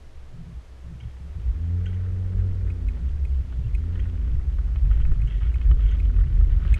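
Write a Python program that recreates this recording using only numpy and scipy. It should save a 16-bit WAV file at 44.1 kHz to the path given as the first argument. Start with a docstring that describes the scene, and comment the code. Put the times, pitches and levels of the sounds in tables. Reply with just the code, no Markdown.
"""Inside a car that pulls away over gravel, heard in a camera housing fixed behind the windscreen.
The engine hums and revs three times: sines at multiples of its firing rate, coloured by the cabin.
The tyres shake the body into a low boom and thuds: a wandering sine and bands of noise that swell.
Gravel is a dense hail of short ringing grains over a droning noise; stones ping and knock on struck
modes, loose trim rattles, a few squeaks slide upward, and a faint steady hiss lies under all."""
import sys
import numpy as np
from scipy import signal
from scipy.fft import rfft, irfft
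from scipy.io import wavfile
from scipy.ndimage import uniform_filter1d

SR = 44100
rng = np.random.default_rng(int(sys.argv[2]) if len(sys.argv) > 2 else 0)


def put_to_file(sound):
    """Save the sound as 16-bit audio at rate SR, in the file named by the first command-line argument."""
    columns = np.atleast_2d(sound).T  # one column per channel
    safe = np.clip(columns, -1, 1)
    whole_steps = np.round(safe * 32767)
    wavfile.write(sys.argv[1], SR, whole_steps.astype(np.int16))


def invert_db(x):
    """Field ratio 10**(x/20) for x, a level in decibels (scalar or array-like)."""
    u = np.asarray(x, float) / 20
    return 10 ** u


N = 299439


def rms_one(x):
    """Scale to rms 1."""
    return x / np.sqrt(np.mean(x ** 2) + 1e-20)


def in_time(rows):
    """Draw each column after the time as a curve, one value a sample."""
    s, *columns = np.transpose(rows)
    return [np.interp(np.arange(N) / SR, s, column) for column in columns]


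def at_hz(points, hz):
    """Read a spectrum [dB] on a log-frequency axis."""
    point_hz, point_db = np.array(points).T[:2]
    return np.interp(np.log(hz), np.log(point_hz), point_db)


def drift(rate_hz):
    """Slow chance of spread 1: noise at SR / 40 through a double one-pole low-pass."""
    pole = np.exp(-80 * np.pi * rate_hz / SR)
    noise = rng.standard_normal(N // 40 + 2002)
    slow = signal.lfilter([1], [1, -2 * pole, pole * pole], noise)[2000:]  # skip the filter's start
    return np.interp(np.arange(N) / 40, np.arange(len(slow)), rms_one(slow))


def ring(clicks, hz, t60):
    """A two-pole resonator: a unit click sets a sine of height 1 ringing, 60 dB down after t60 seconds."""
    r = np.exp(-np.log(1000) / (t60 * SR))
    w = 2 * np.pi * hz / SR
    return signal.lfilter([0, np.sin(w)], [1, -2 * r * np.cos(w), r * r], clicks + 1e-18)


def coloured(gain_of_hz):
    """Steady noise of a given spectrum, rms 1."""
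    hz = np.maximum(np.arange(N // 2 + 1) * SR / N, 1)
    return rms_one(irfft(rfft(rng.standard_normal(N)) * gain_of_hz(hz), N))


def closed(spectrum, fall_db):
    """Gain by frequency, falling by fall_db an octave beyond both ends."""
    low, high = spectrum[0][0], spectrum[-1][0]

    def gain(hz):
        octaves_out = np.log2(np.maximum(np.maximum(low / hz, hz / high), 1))
        return invert_db(at_hz(spectrum, hz) - fall_db * octaves_out)
    return gain


def shaken(resonances):
    """Noise through steep resonances, each (pitch [Hz], width [Hz], level [dB])."""
    def gain(hz):
        return sum(invert_db(db) / (1 + (2 * (hz - mid_hz) / width) ** 2) for mid_hz, width, db in resonances)
    return coloured(gain)


def evened(x, seconds, share):
    """Take out a share of the chance swells of narrow noise."""
    level = np.sqrt(uniform_filter1d(x ** 2, int(seconds * SR)) + 0.0092)
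    return rms_one(x / level ** np.clip(share, 0, 1))


def touches(s, db, length, fade_db, count, first_db):
    """Spread each event into uneven touches that fade over its length; the first gets first_db extra."""
    when = rng.random((len(s), count)) * (np.arange(count) > 0)  # share of the length, the first at 0
    at_s = s[:, None] + when * np.abs(length)[:, None]
    touch_db = first_db * (when == 0) - fade_db * when
    return at_s.ravel(), np.repeat(db, count, axis=0) + touch_db.reshape(-1, 1)


def strike(at_s, db, modes, spread_db, rise_cycles):
    """Blows (db: blows x modes) strike each mode with a chance strength; the ring swells over some cycles."""
    at = np.minimum((np.asarray(at_s) * SR).astype(int), N - 1)
    db = db + spread_db * rng.standard_normal((len(at), len(modes)))
    out = np.zeros(N)
    for k, (hz, level_db, t60) in enumerate(modes):
        blows = np.bincount(at, invert_db(db[:, k] + level_db), N)
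        contact = ring(blows, hz, rise_cycles / hz)
        out += ring(contact, hz, t60) * 14 * hz / (rise_cycles * SR)  # a slower rise builds up more
    return out


# spectrum of the hiss: (pitch [Hz], density [dB per Hz])
HISS_SPECTRUM = [(250, -2), (500, -4), (1000, -9.5), (2000, -13.5), (3200, -17), (4000, -19.5),
                 (6300, -23.5), (8000, -27), (10000, -30.5), (12500, -36), (15000, -49.5)]


def hiss():
    """Steady noise that falls toward the treble."""
    return invert_db(-58) * coloured(closed(HISS_SPECTRUM, fall_db=21.0))


# faint squeaks: (time [s], level [dB], pitch at the middle [Hz], length [s])
SQUEAK_EVENTS = [(3.65, -58, 2732, 0.016), (3.67, -64, 3020, 0.014), (4.31, -66, 2520, 0.015),
                 (5.508, -55, 2803, 0.011)]


def squeaks():
    """Each squeak is a short thin sine that slides upward under a bell-shaped swell."""
    rise_hz_per_s = 5000.
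    out = np.zeros(N)
    for s, db, hz, length in SQUEAK_EVENTS:
        t = np.arange(N) / SR - s
        turns = hz * t + .5 * rise_hz_per_s * t ** 2
        out += invert_db(db) * np.exp(-4 * (t / length) ** 2) * np.sin(2 * np.pi * turns)
    return out


# jolts that rattle the trim: (time [s], level [dB])
RATTLE_EVENTS = [(1.001, -44), (1.8575, -35.5), (1.936, -50), (3.9926, -40.5), (4.922, -45), (5.012, -42.5),
                 (5.2735, -39), (5.83, -46), (5.858, -44), (5.881, -44), (5.9128, -39)]
# the trim buzzes on: (time [s], level [dB], length [s])
SHUDDER_EVENTS = [(1.032, -52.5, 0.097), (1.879, -50, 0.073), (5.301, -41.5, 0.089), (5.404, -44.5, 0.097),
                  (5.816, -47, 0.07), (5.876, -41.5, 0.085)]
# trim modes: (pitch [Hz], level [dB], t60 in a rattle [s], lag before the jolt reaches that part [s])
TRIM_MODES = [(1510, -2, .05, .007), (1950, -2, .045, .001), (2220, -2, .035, .004), (2390, -3, .035, .004),
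              (2700, -6, .025, .002), (2920, -1, .026, 0), (3170, 0, .034, .007), (6100, -17, .04, .006),
              (6450, -16, .025, .001), (7600, -17, .015, 0)]
# how a buzz wakes each of the seven lower trim modes: level [dB]
BUZZ_LEVELS = [-9, 0, 2.5, -3.5, 5, 2.5, 1]


def trim():
    """A rattle is a jolt that runs through loose plastic parts one after another, then a few weak touches;
    a shudder is a long run of touches that leaves the top modes asleep."""
    s, db = np.transpose(RATTLE_EVENTS)
    rattle_s = np.full(len(s), 0.03)
    at_s, db = touches(s, db[:, None] - 16.5, rattle_s, fade_db=12.5, count=4, first_db=9.0)
    rattles = np.zeros(N)
    for *mode, lag_s in TRIM_MODES:
        rattles += strike(at_s + lag_s, db, [mode], spread_db=3.0, rise_cycles=12.0)

    s, db, length = np.transpose(SHUDDER_EVENTS)
    at_s, db = touches(s, db[:, None] - 16.0, length, fade_db=6.0, count=50, first_db=-3.0)
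    # parts in steady contact ring for a shorter time: 0.6 of the t60
    buzz_modes = np.array(TRIM_MODES)[:7, :3] * [1, 1, 0.6]
    return rattles + strike(at_s, db + BUZZ_LEVELS, buzz_modes, spread_db=5.0, rise_cycles=6.0)


# spectrum of a stone's crack: (pitch [Hz], density [dB per Hz])
CRACK_SPECTRUM = [(5500, -8.5), (7000, 2.5), (9000, 4), (11000, -5.5), (13500, -12.5)]


def crack(at_s, db, t60):
    """A bright puff of noise at each blow, dying fast."""
    blows = np.bincount((at_s * SR).astype(int), invert_db(db), N)
    decay = np.exp(-np.log(1000) / (t60 * SR))
    dying = signal.lfilter([1], [1, -decay], blows + 1e-18)
    return dying * coloured(closed(CRACK_SPECTRUM, fall_db=24.5))


# stones on a thin panel: (time [s], level [dB], crack against the ping [dB])
PING_EVENTS = [(2.7013, -41.5, -3), (2.8848, -37, -3), (3.2504, -39.5, -1), (3.7487, -36, -0.5),
               (5.2164, -43, 0.5), (5.5418, -37.5, -3), (5.9992, -38, -1), (6.7406, -28, 2)]
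# modes of the thin panel: (pitch [Hz], level [dB], t60 [s])
PANEL_MODES = [(2205, -1.5, 0.027), (2500, -1.5, 0.03), (2700, -11, 0.016), (3600, -26, 0.02),
               (4004, -18.5, 0.018), (6400, -28, 0.025)]
# stones on the wheel arch: (time [s], level [dB], sharpness [dB]; below 0 it dulls the upper modes)
KNOCK_EVENTS = [(2.9706, -38.5, -14), (3.5252, -37.5, -4.5), (3.9564, -34.5, -5), (4.0552, -36, -11),
                (4.277, -41.5, -3), (4.398, -40, -12), (4.5871, -34.5, -11), (4.672, -48, -3),
                (4.6883, -41, -35), (4.7595, -32.5, 3), (4.85, -44, 0), (4.9116, -30, -6.5),
                (4.957, -47, -7), (5.002, -36, 1), (5.0516, -34, 3), (5.1173, -32.5, -12), (5.411, -41, -6),
                (5.419, -34, -4), (5.432, -42, 7), (5.4664, -40, 7), (5.5572, -36, 0), (5.6138, -34.5, 1),
                (5.6456, -39.5, -7), (5.7132, -26, -4.5), (5.7938, -37.5, -5), (5.821, -44, -12),
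                (6.14, -43, 0), (6.165, -38.5, 0), (6.1877, -35, -19), (6.2099, -32, -20), (6.326, -42, -2),
                (6.4112, -31.5, -24), (6.5, -42, -7), (6.602, -50, 1), (6.626, -37.5, -11),
                (6.6511, -33, -18), (6.697, -36, -8), (6.771, -40, -3)]
# modes of the wheel arch: (pitch [Hz], level [dB], t60 [s])
ARCH_MODES = [(656, -7.5, 0.012), (950, -8, 0.025), (1120, -12.5, 0.0059), (1312, 2.5, 0.034),
              (1473, 2, 0.035), (1659.8, -3.5, 0.025), (1840, 3, 0.022), (2180, 4.5, 0.015),
              (2520, 1.5, 0.022), (2996, 1, 0.021)]


def stones():
    """Pings ring clean on the panel; knocks scuff the arch, and a sharper one wakes its upper modes."""
    s, db, crack_db = np.transpose(PING_EVENTS)
    high = np.array(PANEL_MODES)[:, 0] > 3000
    # a harder stone wakes the high panel modes more, counted from -36 dB
    ping_db = db[:, None] + 0.7 * (db[:, None] + 36) * high
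    pings = strike(s, ping_db, PANEL_MODES, spread_db=1.5, rise_cycles=14.0)
    pings += crack(s - .0012, db + crack_db - 22.5, t60=0.05)

    s, db, sharp_db = np.transpose(KNOCK_EVENTS)
    upper = np.array(ARCH_MODES)[:, 0] > 1900
    knock_db = db[:, None] - 21.0 + np.minimum(sharp_db, 0)[:, None] * upper
    scuff_s = np.full(len(s), 0.007)
    at_s, knock_db = touches(s, knock_db, scuff_s, fade_db=10.0, count=4, first_db=5.0)
    return pings + strike(at_s, knock_db, ARCH_MODES, spread_db=1.5, rise_cycles=1.5)


# gravel under the tyres: (time [s], coarse crunch level [dB], fine crunch level [dB])
GRAVEL_LEVELS = [(0.0, -87, -99), (0.72, -79, -89), (1.27, -68, -71.5), (1.85, -61.5, -71.5),
                 (2.65, -61.5, -70.5), (3.4, -68, -69.5), (4.05, -60, -65.5), (4.52, -66.5, -71),
                 (4.97, -59, -67.5), (5.25, -61, -66), (5.41, -58.5, -63), (5.55, -60, -66),
                 (5.99, -59, -60), (6.2, -60.5, -66.5), (6.47, -60, -63.5), (6.79, -51.5, -53.5)]
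# weight of the grains by pitch: (pitch [Hz], level [dB])
CRUNCH_SPECTRUM = [(900, -23.5), (1300, 3.5), (1600, 1), (2000, 5.5), (2500, -10), (3100, -0.5),
                   (3600, -13.5), (6500, -35.5)]
# spectrum of the tread's drone: (pitch [Hz], density [dB per Hz])
DRONE_SPECTRUM = [(120, -27.5), (200, 2.5), (311, 2), (362, 3), (583, -10), (934, -24.5), (1100, -31),
                  (1430, -43), (2420, -120)]


def gravel(per_s, size_db, cycles):
    """Stones crack in clumps and ring some cycles, coarse ones low and fine ones high;
    the tread drones through the floor, growing with revs and shaking."""
    coarse_db, fine_db = in_time(GRAVEL_LEVELS)
    firing_hz = np.maximum(in_time(ENGINE_REVS)[0], 62)
    shake_db = in_time(ROAD_SHAKE)[1]
    # -56.5 dB at 70 Hz firing and -30 dB shake
    drone_db = -56.5 + 0.21 * (firing_hz - 70) + 0.46 * (shake_db + 30)

    sizes = invert_db(size_db * np.minimum(rng.exponential(1, N), 5)) * rng.choice([-1, 1], N)
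    born = rng.random(N) < per_s * invert_db(3.0 * drift(14.0)) / SR  # the drift makes the clumps
    pitches_hz = np.geomspace(900, 6500, 24)
    dealt = rng.integers(0, 24, N)  # which pitch each stone gets
    grains = []
    for k, hz in enumerate(pitches_hz):
        contact = ring(sizes * born * (dealt == k), hz, 2 / hz)
        grains.append(invert_db(at_hz(CRUNCH_SPECTRUM, hz)) * ring(contact, hz, cycles / hz) * hz)
    coarse, fine = rms_one(sum(grains[:11])), rms_one(sum(grains[11:]))
    drone = coloured(closed(DRONE_SPECTRUM, fall_db=16.0)) * invert_db(0.5 * drift(27.0))
    return invert_db(coarse_db) * coarse + invert_db(fine_db) * fine + invert_db(drone_db) * drone


# how each part follows the shaking: part: (level at a shake of -30 dB [dB],
# slope [dB per dB of shake], chance flutter [dB], flutter rate [Hz])
PART_FOLLOWS = {"boom": (-33, 1.0, 4.5, 14.5), "springs": (-40.5, 0.32, 3.5, 1.5),
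                "floor": (-53, 0.2, 4.5, 17), "dashboard": (-54.5, 0.5, 3.5, 8)}


def swelling(part, s, db, length):
    """Gain of one part: it follows the shaking, flutters by chance and swells smoothly around each event."""
    level_db, follows, flutter_db, flutter_hz = PART_FOLLOWS[part]
    shake_db = in_time(ROAD_SHAKE)[1]
    power = invert_db(level_db + follows * (shake_db + 30) + flutter_db * drift(flutter_hz)) ** 2
    t = np.arange(0, N + 64, 64)[:, None] / SR  # one point every 64 samples
    swells = np.sum(invert_db(db) ** 2 * np.exp(-8 * ((t - s) / length) ** 2), axis=1)
    return np.sqrt(power + np.interp(np.arange(N) / SR, t[:, 0], swells))


# the body shaken by the road, harder as the car gathers speed:
# (time [s], boom pitch [Hz], shake level [dB])
ROAD_SHAKE = [(0.0, 64, -52), (1.2, 63.1, -42.5), (1.53, 59.34, -31), (1.7, 54.45, -35.5),
              (2.0, 45.2, -33.5), (2.3, 45.78, -31.5), (2.45, 51.94, -29.5), (2.88, 50.48, -29),
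              (3.05, 60.47, -29), (3.4, 62.58, -27), (3.75, 54.34, -25), (4.1, 51.93, -29),
              (4.27, 57.5, -24.5), (4.4, 49.4, -25), (4.85, 48.56, -27), (5.02, 53.44, -18.5),
              (5.15, 48.25, -28), (5.4, 47.71, -19.5), (5.56, 57, -22.5), (5.72, 49.55, -16.5),
              (6.2, 46.78, -25.5), (6.5, 41.72, -16), (6.7, 45.26, -21.5), (6.79, 47.15, -19)]
# the boom swells, most of them over bumps: (time [s], level [dB], length [s])
BOOM_SWELLS = [(0.573, -31.5, 0.056), (1.065, -35, 0.037), (1.496, -18, 0.076), (2.393, -22.5, 0.11),
               (2.668, -27, 0.21), (2.865, -22.5, 0.1), (3.079, -22, 0.061), (3.333, -26, 0.048),
               (3.65, -28, 0.042), (3.75, -19.5, 0.059), (3.992, -26, 0.058), (4.258, -20.5, 0.1),
               (4.492, -21, 0.069), (4.647, -22, 0.13), (4.749, -20.5, 0.071), (4.849, -16, 0.055),
               (4.913, -13.5, 0.075), (5.043, -17.5, 0.03), (5.122, -16, 0.041), (5.206, -15, 0.036),
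               (5.258, -18.5, 0.04), (5.367, -21, 0.054), (5.448, -23, 0.1), (5.573, -24, 0.063),
               (5.698, -14, 0.09), (5.85, -17.5, .12), (6.007, -25, 0.037), (6.078, -17.5, 0.036),
               (6.198, -12.5, 0.088), (6.35, -14, 0.056), (6.427, -14, 0.071), (6.577, -18, 0.055),
               (6.735, -11, 0.064)]
# the springs lurch: (time [s], level [dB], length [s])
SPRING_LURCHES = [(1.146, -35, 0.05), (1.54, -52, 0.11), (1.918, -46, 0.09), (2.517, -28, 0.11),
                  (3.135, -32, 0.091), (3.68, -34, 0.092), (4.15, -39, 0.11), (4.376, -28, 0.16),
                  (5.112, -23, 0.31), (5.762, -17.5, 0.071), (5.93, -24, 0.071), (6.19, -38, 0.097),
                  (6.513, -33.5, 0.13)]
# thuds through the structure: (time [s], floor level [dB], dashboard level [dB], length [s])
BODY_THUDS = [(0.352, -41, -44, 0.046), (0.418, -46, -43.5, 0.097), (0.498, -45, -44.5, 0.13),
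              (0.878, -39, -42.5, 0.05), (0.918, -45, -44, 0.05), (0.956, -38, -46, 0.036),
              (1.057, -34.5, -51, 0.067), (1.208, -37, -51.5, 0.023), (1.385, -44, -43, 0.036),
              (1.65, -53, -47, 0.12), (2.52, -49, -50.5, 0.074), (3.012, -55, -43.5, 0.14),
              (3.17, -35, -55, 0.076), (3.602, -24, -59, 0.022), (3.663, -28, -67, 0.071),
              (4.062, -34.5, -49, 0.087), (4.329, -29.5, -56, 0.09), (4.696, -41, -45, .05),
              (4.78, -34, -46, 0.046), (4.871, -26.5, -42, 0.064), (5.001, -29.5, -51, 0.053),
              (5.097, -29, -44.5, 0.073), (5.2, -30, -44, 0.14), (5.29, -31, -48, 0.046),
              (5.446, -32, -56, 0.056), (5.722, -26.5, -43.5, 0.082), (5.813, -44, -50, 0.045),
              (5.92, -36, -57, 0.066), (6.067, -40, -58, 0.048), (6.17, -39, -50, 0.045),
              (6.281, -27.5, -53.5, 0.086), (6.386, -36, -40, 0.034), (6.556, -44, -51, 0.057),
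              (6.654, -28, -40, 0.057), (6.718, -42, -43, 0.047)]
# resonances of the floor (first three) and the dashboard (last two): (pitch [Hz], width [Hz], level [dB])
FLOOR_AND_DASH = [(80, 20, -3), (110, 22, 0), (135, 20, -5), (162, 18, 0), (220, 60, -20)]
# jolts in the suspension: (time [s], level [dB])
CLUNK_EVENTS = [(4.271, -40), (5.117, -35), (5.711, -42.5), (6.657, -38)]
# modes of the suspension strut: (pitch [Hz], level [dB], t60 [s])
STRUT_MODES = [(241, -1, 0.093), (329, 6.5, 0.05), (388, 5, 0.072), (492, -8, 0.026), (500, -5, 0.039)]


def body():
    """The lowest body mode booms at a wandering pitch; the springs heave below it, floor and dashboard
    thud above, and the suspension clunks on struck modes."""
    boom_hz = in_time(ROAD_SHAKE)[0] * (1 + 0.0538 * drift(11.51))
    mode = np.sqrt(2) * np.sin(2 * np.pi * np.cumsum(boom_hz) / SR)
    blur = coloured(closed([(40, -1.0), (52, -2.0), (66, 0.5)], fall_db=25.0))
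    boom = evened(mode + invert_db(-4.0) * blur, seconds=0.026, share=0.23)
    boom *= swelling("boom", *np.transpose(BOOM_SWELLS))

    heave = coloured(closed([(15, 7.5), (21, -6.5), (26, -1.5)], fall_db=33.5))
    heave = evened(heave, seconds=0.12, share=0.12) * swelling("springs", *np.transpose(SPRING_LURCHES))

    floor = evened(shaken(FLOOR_AND_DASH[:3]), seconds=0.067, share=0.62)
    dash = evened(shaken(FLOOR_AND_DASH[3:]), seconds=0.077, share=0.3)
    s, floor_db, dash_db, length = np.transpose(BODY_THUDS)
    thuds = floor * swelling("floor", s, floor_db, length)
    thuds += dash * swelling("dashboard", s, dash_db, length)

    s, db = np.transpose(CLUNK_EVENTS)
    clunks = strike(s, db[:, None] - 6.5, STRUT_MODES, spread_db=3.0, rise_cycles=4.0)
    return boom + heave + thuds + clunks


# the engine's revs: (time [s], firing rate [Hz], load level [dB])
ENGINE_REVS = [(0, 32.8, -57), (1.15, 32.5, -55), (1.3, 34.4, -45), (1.39, 46.5, -43), (1.444, 59.2, -36),
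               (1.51, 71.5, -34), (1.58, 78.5, -33), (1.634, 82.3, -27), (1.756, 88, -24.5),
               (1.88, 90.6, -26.5), (2.414, 93.2, -25.5), (2.63, 91.2, -28.5), (2.76, 86, -29.5),
               (3.02, 77.3, -36), (3.132, 73.2, -31), (3.33, 68.93, -28.5), (3.54, 61.93, -33),
               (3.7, 69, -33), (3.82, 79.4, -30), (3.93, 86.9, -26), (4.03, 88.1, -27), (4.118, 84.6, -32),
               (4.288, 75.7, -33), (4.54, 69.17, -28), (4.8, 63.66, -30.5), (5.3, 61.55, -42.5),
               (5.78, 64, -30), (5.902, 73.1, -31), (6.038, 81.8, -29), (6.144, 81.5, -32),
               (6.22, 76.4, -34), (6.4, 71, -32), (6.79, 65.92, -27.5)]
# engine orders: (multiple of the firing rate, level [dB])
ENGINE_ORDERS = [(.25, -24), (.5, -10), (.75, -22), (1.5, -32), (4, -36), (4.5, -35), (5, -42), (5.5, -56),
                 (6, -59), (1, 0), (2, -20), (3, -33)]
# how the cabin passes engine tones: (pitch [Hz], gain [dB])
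CABIN_GAIN = [(15, -1), (33, 2.5), (45, -9), (60, 3), (100, 0), (150, 1), (190, 2.5), (210, -8), (226, 8),
              (246, 11), (263, 6), (272, -7), (285, -16), (320, -6), (395, -3), (430, 4.5), (460, 8.5),
              (520, 19), (600, 17.5)]


def engine(lope_share):
    """Orders of the firing rate as sines coloured by the cabin; uneven cylinders give the fractional orders,
    those below one following the load only in part; the highest waver and slip in phase until they blur."""
    firing_hz, load_db = in_time(ENGINE_REVS)
    turns = np.cumsum(firing_hz * (1 + .001 * drift(8.0))) / SR
    peak_db = load_db.max()
    lope_db = peak_db + lope_share * (load_db - peak_db)
    out = np.zeros(N)
    for multiple, level_db in ENGINE_ORDERS:
        upper = multiple > 3
        waver_db = 2.5 * drift(9.0) if upper else 1.1 * drift(7.0)
        if multiple < 1:
            drive_db = lope_db + 2.5 * drift(5.0)
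        elif multiple == 3:  # follows a quarter of the load's swing
            drive_db = peak_db + .25 * (load_db - peak_db) + waver_db
        else:
            drive_db = load_db + waver_db
        if multiple == 2:  # leads near idle: gains 1.5 dB per Hz below 65 Hz, at most 28 dB
            drive_db = drive_db + np.clip(1.5 * (65 - firing_hz), 0, 28) + 1.5 * drift(10.0)
        slip_turns = upper * 0.085 * drift(9.0)
        gain = invert_db(drive_db + level_db + at_hz(CABIN_GAIN, multiple * firing_hz))
        phase_turns = multiple * turns + slip_turns + rng.random()
        out += np.sqrt(2) * gain * np.sin(2 * np.pi * phase_turns)
    return out


def scene():
    """All sources meet at one microphone."""
    tyres = gravel(per_s=3500., size_db=3.6, cycles=13.)
    mix = hiss() + squeaks() + trim() + stones() + tyres + body() + engine(lope_share=0.9)
    return mix[None]


def band_limit(x):
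    """A steep low-pass at the top of the band."""
    return signal.sosfilt(signal.butter(12, 15700, fs=SR, output="sos"), x)


def record(dry):
    """The finished mix goes out at the level it was built."""
    return band_limit(dry)


dry = scene()
out = record(dry)
put_to_file(out)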